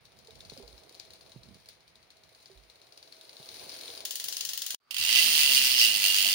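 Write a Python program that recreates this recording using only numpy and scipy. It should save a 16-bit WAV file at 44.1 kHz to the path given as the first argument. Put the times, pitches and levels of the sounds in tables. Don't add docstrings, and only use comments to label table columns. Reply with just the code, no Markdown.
import sys
import numpy as np
from scipy import signal
from scipy.fft import rfft, irfft
from scipy.io import wavfile
from scipy.ndimage import uniform_filter1d

SR = 44100
rng = np.random.default_rng(int(sys.argv[2]) if len(sys.argv) > 2 else 0)


def transcribe(signal):
    frames = np.atleast_2d(signal).T
    limited = np.clip(frames, -1, 1)
    pcm = np.round(limited * 32767).astype(np.int16)
    wavfile.write(sys.argv[1], SR, pcm)


def volts_from_db(level):
    exponent = np.asarray(level, float) / 20
    return 10 ** exponent


N = 279594
TIME = np.arange(N) / SR
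BEFORE = TIME < 4.797

# start_s, peak_db
FIRM_SNAPS = [(0.0518, -46), (0.1876, -47.5), (0.306, -41.5), (.4045, -37.5), (0.4967, -32.5),
              (0.5748, -37.5), (.6769, -41.5), (0.7785, -43), (0.893, -44), (0.997, -33), (1.1049, -40),
              (1.2087, -44), (1.318, -42.5), (1.4316, -44), (1.543, -44.5), (1.6576, -44), (1.8054, -52.5),
              (1.955, -47), (2.1032, -43), (2.2348, -49), (2.3475, -47), (2.457, -40.5),
              (2.5745, -49), (2.6983, -44.5), (2.815, -46), (2.9223, -45), (3.027, -41), (3.1228, -37.5),
              (3.2106, -38.5), (3.2924, -37), (3.3667, -39), (3.4281, -41), (3.4885, -31.5), (3.5423, -38),
              (3.5942, -35.5), (3.6431, -43), (3.693, -29.5), (3.7409, -31), (3.7873, -33.5), (3.8342, -33),
              (3.8781, -31), (3.9249, -42), (3.9749, -31.5)]
FIRM = FIRM_SNAPS
# start_s, peak_db
NEAR_SNAPS = [(4.0518, -23.5), (4.1075, -24), (4.155, -25.5), (4.198, -24), (4.2408, -25), (4.2833, -24),
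              (4.325, -23.5), (4.3677, -22.5), (4.4075, -21), (4.4496, -24), (4.4897, -23), (4.5331, -23.5),
              (4.5752, -24), (4.619, -23), (4.6634, -25), (4.7053, -21.5), (4.7453, -21.5)]
# freq_hz, density_db_per_hz
FAR = [(530, -40.5), (900, -17.5), (1280, -17.5), (1640, -9.5), (1880, -14.5), (2190, -7.5), (2790, -9),
       (3470, -6), (4150, 0.5), (7860, -21), (9420, -8.5), (11600, -24.5), (15100, -11), (16000, -14.5)]
# freq_hz, left_minus_right_db
FAR_LR = [(1200, -4), (2400, 4), (4400, 5.5), (6800, 16), (9300, -8), (12000, -6), (15000, 3.5)]
# freq_hz, density_db_per_hz
CLOSE = [(530, -34.5), (900, -22), (1130, -25.5), (1790, -16), (1990, -14), (2300, -13), (2790, -3.5),
         (3730, -7), (4570, -3.5), (7680, -18.5), (9200, -10.5), (11600, -21.5), (15100, -6), (16000, -11)]
# freq_hz, left_minus_right_db
CLOSE_LR = [(1200, -4), (2400, -12), (4400, -5.5), (6800, 11), (9300, -10.5), (12000, -2.5), (15000, 3.5)]


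def far_pawls():
    notes_hz = [3960, 4730, 4260]
    return ratchet(far_snaps(), FAR, FAR_LR, notes_hz, ping_db=4.5, ping_t60_s=0.006,
                   gain_db=-5.5, snap_t60_s=0.0029, early_db=-4.0, early_s=0.001508,
                   tail_db=-11.0, tail_t60_s=0.3, treble_t60_s=0.092, scatter_db=0.34)


def far_snaps():
    # start_s, peak_db
    link_ticks = [(.1685, -53), (.2713, -45), (.594, -56), (.6978, -57), (.9228, -47), (1.1338, -41.5),
                  (1.294, -50), (1.6871, -36), (2.4259, -51), (2.7187, -63)]
    # start_s, peak_db
    hard_teeth = [(.9492, -41.5), (1.8771, -49), (2.9746, -39.5), (3.7179, -36), (3.8107, -35),
                  (3.901, -31.5), (4.0043, -30)]
    teeth = alternate(FIRM, 0.49, soft_db=-6.5, scatter_db=2.0)
    return np.vstack([voiced(teeth, -22.0, -0.27, 5.9, 0.067),
                      voiced(link_ticks, -17.0, -0.072, 3.9, 0.12),
                      voiced(hard_teeth, -22.0, -0.1, 5.1, 0.1)])


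def near_pawls():
    # freq_hz, density_db_per_hz
    body = [(530, -46), (900, -15.5), (1150, -21.5), (1920, -7), (2300, -15.5), (2890, 1), (3820, -1),
            (4360, 1), (6800, -4), (8050, -12.5), (9310, -1), (11600, -11.5), (15100, -0.5), (16000, 3)]
    # freq_hz, left_minus_right_db
    balance = [(1200, -2), (2400, 3), (4400, 3.5), (6800, 12), (9300, -3), (12000, -3.5), (15000, 3.5)]
    notes_hz = [3260, 4100, 5800]
    snaps = voiced(NEAR_SNAPS, -11.5, -1.7, 7.4, -0.5)
    return ratchet(snaps, body, balance, notes_hz, ping_db=-6.0, ping_t60_s=0.0057,
                   gain_db=0, snap_t60_s=0.009, early_db=-1.1, early_s=0.0023,
                   tail_db=-10, tail_t60_s=0.32, treble_t60_s=0.2, scatter_db=0.71)


def close_pawls():
    notes_hz = [2785, 3100, 4590, 5400]
    buzz = ratchet(spinning(), CLOSE, CLOSE_LR, notes_hz, ping_db=-3.5, ping_t60_s=0.0094,
                   gain_db=-1.76, snap_t60_s=0.011, early_db=-16.0, early_s=0.001,
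                   tail_db=-9, tail_t60_s=0.22, treble_t60_s=0.16, scatter_db=2.14)
    return hub_rings(buzz)


def spinning():
    # start_s, peak_db
    kick_start = [(4.9083, -27.5), (4.9431, -26), (4.9651, -22.5), (4.9821, -19), (4.9982, -24),
                  (5.0114, -16.5), (5.0247, -21), (5.0370, -16.5)]
    # start_s, peak_db
    kick_firm = [(5.049, -15.5), (5.0724, -20), (5.0908, -14.5), (5.1084, -18), (5.1266, -12.5),
                 (5.1428, -16.5), (5.1577, -11.5), (5.1738, -13), (5.1857, -14), (5.1984, -15)]
    # start_s, teeth_per_s, level_db
    spin = [(5.2, 157, -24.5), (5.258, 171, -24), (5.339, 157, -24), (5.438, 142, -24), (5.662, 128, -23.5),
            (5.762, 126, -26), (5.854, 111, -24.5), (6.039, 97, -26.5), (6.34, 97.7, -27.5)]
    s, rate, db = np.transpose(spin)
    teeth = np.cumsum(np.interp(TIME, s, rate) * (TIME > kick_firm[-1][0])) / SR
    when = TIME[1:][np.diff(np.floor(teeth)) > 0]
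    jitter_s = 0.0001 * rng.standard_normal(N // 100)[:len(when)]
    when = np.clip(when + jitter_s, 0, TIME[-1])
    peak_db = np.interp(when, s, db + 7.5 - 10 * np.log10(rate / 130))
    limp_db = 0.5 * (-1.) ** np.arange(len(when))
    wobble_db = 2.5 * walk(25)[(when * SR).astype(int)]
    peak_db = peak_db + limp_db + wobble_db
    kick = np.vstack([kick_start, alternate(kick_firm, 0.55, soft_db=-2.1, scatter_db=1.2)])
    kick = voiced(kick, -9.5, -0.35, -8.0, 0.69)
    treble_db, pan_db = np.full(len(when), -7.5), np.full(len(when), -6.5)
    return np.vstack([kick, np.transpose([when, peak_db, treble_db, pan_db])])


def hub_rings(close):
    # freq_hz, width_hz, gain_db
    modes = [(2018, 18, 2.5), (2430, 14, -4.5), (2724, 49, -3), (2870, 9, 6), (3030, 10, -4),
             (3130, 21, 0.5), (4720, 37, -6.5), (4570, 33, -4.5)]
    # centre_s, level_db, length_s
    squeaks = [(5.2, -22, .03), (5.338, -12, 0.033), (5.7, -2.5, 0.089), (5.8, 6.5, 0.029)]
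    # centre_s, level_db, length_s
    scrapes = [(5.92, 4.9, 0.032), (6.1, 9.9, 0.082), (6.3, 2.42, 0.072)]
    shell = sum(volts_from_db(db + 3.5 + 3.4 * walk(12)) * ring(close, hz, width) for hz, width, db in modes)
    squeak = bumps(squeaks) * ring(close, 5340, 598)
    scrape = bumps(scrapes) * ring(ring(close, 2840, 69.9), 2840, 70)
    return close + shell + squeak + scrape


def ratchet(snaps, body, balance, notes_hz, ping_db, ping_t60_s, gain_db, snap_t60_s, early_db, early_s,
            tail_db, tail_t60_s, treble_t60_s, scatter_db):
    s, db, treble_db, pan_db = np.transpose(snaps)
    chance = rng.standard_normal((len(s), 4)).T
    late = s + early_s * np.abs(1 + 0.34 * chance[1])
    at = (s * SR).astype(int)
    late_at = np.minimum(late * SR, N - 1).astype(int)
    ping = pings(late, db + ping_db, notes_hz, ping_t60_s)
    bass, treble = [signal.butter(4, 8000, kind, fs=SR, output="sos") for kind in ("low", "high")]
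    bands = ((bass, 0, tail_t60_s), (treble, treble_db - treble_db.mean(), treble_t60_s))
    cracks, tails, out = pair(0.27), pair(0.1), []
    for ear, side in enumerate((1, -1)):
        sound = 0
        ear_db = scatter_db * chance[2 + ear]
        for sos, shift_db, t60 in bands:
            kick_db = db + gain_db + shift_db + side * (pan_db - pan_db.mean()) / 2
            kicks, hard = np.zeros(N), np.zeros(N)
            np.add.at(kicks, at, volts_from_db(2 * kick_db - 0.5 * (db - db.mean())))
            np.add.at(hard, at, volts_from_db(2 * (kick_db + early_db + 2 * scatter_db * chance[0])))
            np.add.at(hard, late_at, volts_from_db(2 * (kick_db + ear_db)))
            crack = fading(hard, snap_t60_s) * cracks[ear]
            decay = np.hypot(fading(kicks, t60), volts_from_db(-0.5) * fading(kicks, t60 / 5))
            tail = volts_from_db(tail_db) * decay * tails[ear]
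            sound = sound + signal.sosfilt(sos, crack + tail)
        sound = colour(sound, body, balance, side) + ping(side * pan_db / 2 + ear_db)
        lag = 11 * (1 - ear)
        out.append(np.pad(sound, (lag, 0))[:N])
    return np.array(out)


def pings(when, db, notes_hz, t60_s):
    chance = rng.random((len(when), 2)).T
    hz = np.array(notes_hz)[(chance[0] * len(notes_hz)).astype(int)]
    hz = hz * (1 + 0.12 * (chance[1] - 0.5))
    age = np.arange(int(0.012 * SR)) / SR
    rise = 1 - np.exp(-age / 0.0003)
    shape = np.sin(2 * np.pi * hz[:, None] * age) * volts_from_db(-60 * age / t60_s) * rise
    at = (when * SR).astype(int)[:, None] + np.arange(len(age))

    def render(shift_db):
        rung = volts_from_db(db + shift_db)[:, None] * shape
        return np.bincount(at.ravel(), rung.ravel(), 2 * N)[:N]
    return render


def alternate(firm, share, soft_db, scatter_db):
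    s, db = np.transpose(firm)
    soft = (db[1:] + db[:-1]) / 2 + soft_db + scatter_db * rng.standard_normal(len(s) - 1)
    rows = np.vstack([firm, np.transpose([s[:-1] + share * np.diff(s), soft])])
    return rows[np.argsort(rows[:, 0])]


def voiced(rows, treble_db, treble_slope, pan_db, pan_slope):
    s, db = np.transpose(rows)
    above = db - uniform_filter1d(db, size=7)
    chance = rng.standard_normal((len(s), 2)).T
    treble = treble_db + treble_slope * above + 1.5 * chance[0]
    pan = pan_db + pan_slope * above + 1.5 * chance[1]
    return np.transpose([s, db, treble, pan])


def efforts():
    # start_s, level_db
    push = [(0.0, -72), (.44, -63), (.83, -64), (1.34, -66), (1.8, -73), (2.46, -70), (2.94, -68),
            (3.28, -64), (3.61, -59), (3.99, -54.5), (4.11, -63), (4.4, -66.5), (4.75, -71), (4.9, -75.5),
            (5.08, -66), (5.25, -54.5), (6.1, -59.5), (6.34, -60.5)]
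    # centre_s, rumble_db, length_s
    grips = [(.4, -62.5, 0.34), (1.17, -70.5, 0.36), (1.52, -65, 0.16), (2.2, -75.5, 0.82),
             (3.65, -67, 0.14), (3.97, -69, 0.087), (4.25, -68, 0.045), (4.5, -71.5, 0.17),
             (5.0, -68, 0.064)]
    push_db = np.interp(TIME, *np.transpose(push))
    firm, near = np.array(FIRM)[:, 0], np.array(NEAR_SNAPS)[:, 0]
    teeth_per_s = np.r_[2 / np.diff(firm), 1 / np.diff(near)]
    speed = np.interp(TIME, np.r_[firm[1:], near[1:]], teeth_per_s)
    far_db = -60 + 2.44 * 20 * np.log10(speed / 18) + 11.5 * (TIME > 4.05)
    close_db = -26.5 + 2.05 * (push_db + 57.5)
    crunch_db = np.where(BEFORE, far_db, close_db)
    rumble = bumps(grips) + np.where(BEFORE, volts_from_db(-80), volts_from_db(push_db + 2))
    return crunch_db, push_db, 20 * np.log10(rumble)


def chain(crunch_db, drum_db):
    # freq_hz, width_hz, gain_db
    tubes = [(385, 50, -11), (464, 21, -11), (645, 7.1, 10), (890, 240, -20)]
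    crunch = fading(grit(900, 1.3) ** 2, 0.036) * pair(0.082)

    def heard(body, balance, level_db):
        left = colour(crunch[0], body, balance, 0.74)
        right = colour(crunch[1], body, balance, -1.5)
        return level(np.array([left, right]), level_db)
    crunch = np.where(BEFORE, heard(FAR, FAR_LR, -6), heard(CLOSE, CLOSE_LR, -9))
    jolts = fading(grit(300, 0.59) ** 2, 0.071) * pair(0.35)
    drum = sum(volts_from_db(db) * ring(jolts, hz, width) for hz, width, db in tubes)
    drum = drum + volts_from_db(2) * ring(ring(jolts, 482, 450), 482, 450)
    return crunch * volts_from_db(crunch_db) + level(drum, 0.31) * volts_from_db(drum_db + np.array([[-3], [3]]))


def grit(per_s, spread_db):
    return (rng.random(N) < per_s / SR) * volts_from_db(spread_db * np.minimum(rng.exponential(1, N), 4))


def handling(rumble_db):
    # freq_hz, density_db_per_hz
    far_rumble = [(18, -27), (30, -18), (59, 1), (91, -1.5), (124, -1.5), (227, -7), (300, -17.5),
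                  (390, -26), (660, -120)]
    # freq_hz, density_db_per_hz
    close_rumble = [(18, -47), (30, -10), (65, -4.5), (177, -7), (216, 2), (300, -5), (390, -44),
                    (660, -120)]
    # start_s, peak_db, pitch_hz, t60_s
    knocks = [(0.284, -53.5, 440, 0.1), (0.522, -45, 125, 0.05), (0.52, -45.5, 398, 0.039),
              (0.567, -52, 532, 0.16), (0.599, -47.5, 396, 0.15), (0.634, -52.5, 475, 0.19),
              (.68, -58.5, 430, 0.15), (.58, -53.5, 245, 0.18), (0.624, -49, 55, 0.42),
              (.73, -48.5, 60, 0.18), (1.361, -44, 118, 0.093), (1.69, -59, 486, 0.035),
              (1.487, -51, 184, 0.06), (1.508, -53, 198, 0.087), (1.529, -60, 180, 0.065),
              (1.555, -55, 149, 0.068), (2.499, -59, 385, 0.33), (2.551, -51, 52.6, 0.39),
              (3.4, -52, 126, 0.08), (4.744, -33.5, 507, 0.0021), (4.997, -51, 97, 0.29),
              (6.049, -44, 667.5, 0.079), (6.255, -41.5, 645, 0.11), (6.253, -49.5, 195.2, 0.16)]
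    far, close = (level(np.array([colour(n, p + [(700, -70)]) for n in pair(0.52)]), 0)
                  for p in (far_rumble, close_rumble))
    rumble = np.where(BEFORE, far, close) * volts_from_db(rumble_db - 2.5 + 2.0 * walk(17))
    thuds = np.zeros(N)
    for s, db, hz, t60 in knocks:
        first = int(s * SR) + 1
        span = slice(first, first + SR // 2)
        cycles = hz * (TIME[span] - s)
        sag = 0.42 * (1 - np.exp(-cycles / 0.34)) * (hz > 80)
        swell = 1 - np.exp(-cycles / 0.5) * (hz < 80)
        decay = volts_from_db(db + 2.5 - 60 * cycles / hz / t60)
        thuds[span] += swell * decay * np.sin(2 * np.pi * (cycles + sag))
    return (rumble + thuds * volts_from_db(1.4 * walk(50))) * volts_from_db(np.array([[-6], [3]]))


def hub_whine():
    low = level(ring(pair(0.3), 1220, 220), -64)
    high = level(ring(pair(0.25), 4600, 250), -68)
    return (low + high) * ~BEFORE


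def workshop():
    # freq_hz, density_db_per_hz
    spectrum = [(24, -13), (40, 6), (124, -33), (226, -18), (646, -2), (1810, -3.5), (2210, 1), (2840, -5),
                (4240, -6), (8130, -33), (9690, -23), (11300, -46), (16000, -24)]
    hiss = level(np.array([colour(n, spectrum) for n in pair(0.16)]), -68.5)
    return hiss + level(ring(pair(0.59), 125.8, 9.6), -83.5)


def level(x, db):
    return x * volts_from_db(db) / np.sqrt(np.mean(x ** 2))


def colour(x, points, tilt=((1, 0), (2, 0)), side=0):
    size = 4096
    log_hz = np.log(np.arange(size // 2 + 1) * SR / size + 1)

    def curve(rows):
        hz, db = np.transpose(rows)
        return np.interp(log_hz, np.log(hz), db)
    plain_db = curve(points)
    cepstrum = irfft(np.log(volts_from_db(plain_db + side / 2 * curve(tilt))))
    cepstrum[1:size // 2] *= 2
    response = irfft(np.exp(rfft(cepstrum[:size // 2], size)))
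    plain_rms = np.sqrt(np.mean(volts_from_db(2 * plain_db)))
    return signal.fftconvolve(x, response / plain_rms)[:N]


def ring(x, hz, width):
    return signal.lfilter(*signal.iirpeak(hz, hz / width, SR), x)


def fading(power, t60_s):
    return np.sqrt(signal.lfilter([1], [1, -volts_from_db(-120 / (t60_s * SR))], power))


def pair(likeness):
    mid, side = rng.standard_normal((2, N))
    c = np.clip(likeness, 0, 1)
    return (np.sqrt(1 + c) * mid + np.sqrt(1 - c) * side * np.array([[1], [-1]])) / np.sqrt(2)


def walk(per_s):
    knots = rng.standard_normal(int(per_s * N / SR) + 2)
    return np.interp(TIME * per_s, np.arange(len(knots)), knots)


def bumps(rows):
    return sum(volts_from_db(db) * np.exp(-((TIME - s) / length) ** 2) for s, db, length in rows)


def scene():
    crunch_db, drum_db, rumble_db = efforts()
    pawls = (far_pawls() + near_pawls()) * BEFORE + close_pawls()
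    return pawls + chain(crunch_db, drum_db) + handling(rumble_db) + hub_whine() + workshop()


def low_pass(x):
    return signal.sosfilt(signal.butter(12, 17010, fs=SR, output="sos"), x)


def record(dry):
    # start_s, gain_db
    fade = [(4.747, 1), (4.752, -17), (4.775, -61), (4.792, -45), (4.795, -99), (4.801, -92), (4.801, -19),
            (4.9, -6), (4.907, -1)]
    s, db = np.transpose(fade)
    mix = signal.sosfilt(signal.butter(2, 40, "high", fs=SR, output="sos"), dry)
    mix = signal.sosfilt(signal.ellip(8, 0.2, 48, 15750, fs=SR, output="sos"), mix)
    mix = mix * volts_from_db(np.interp(TIME, s, db))
    return low_pass(mix)


dry = scene()
out = record(dry)
transcribe(out)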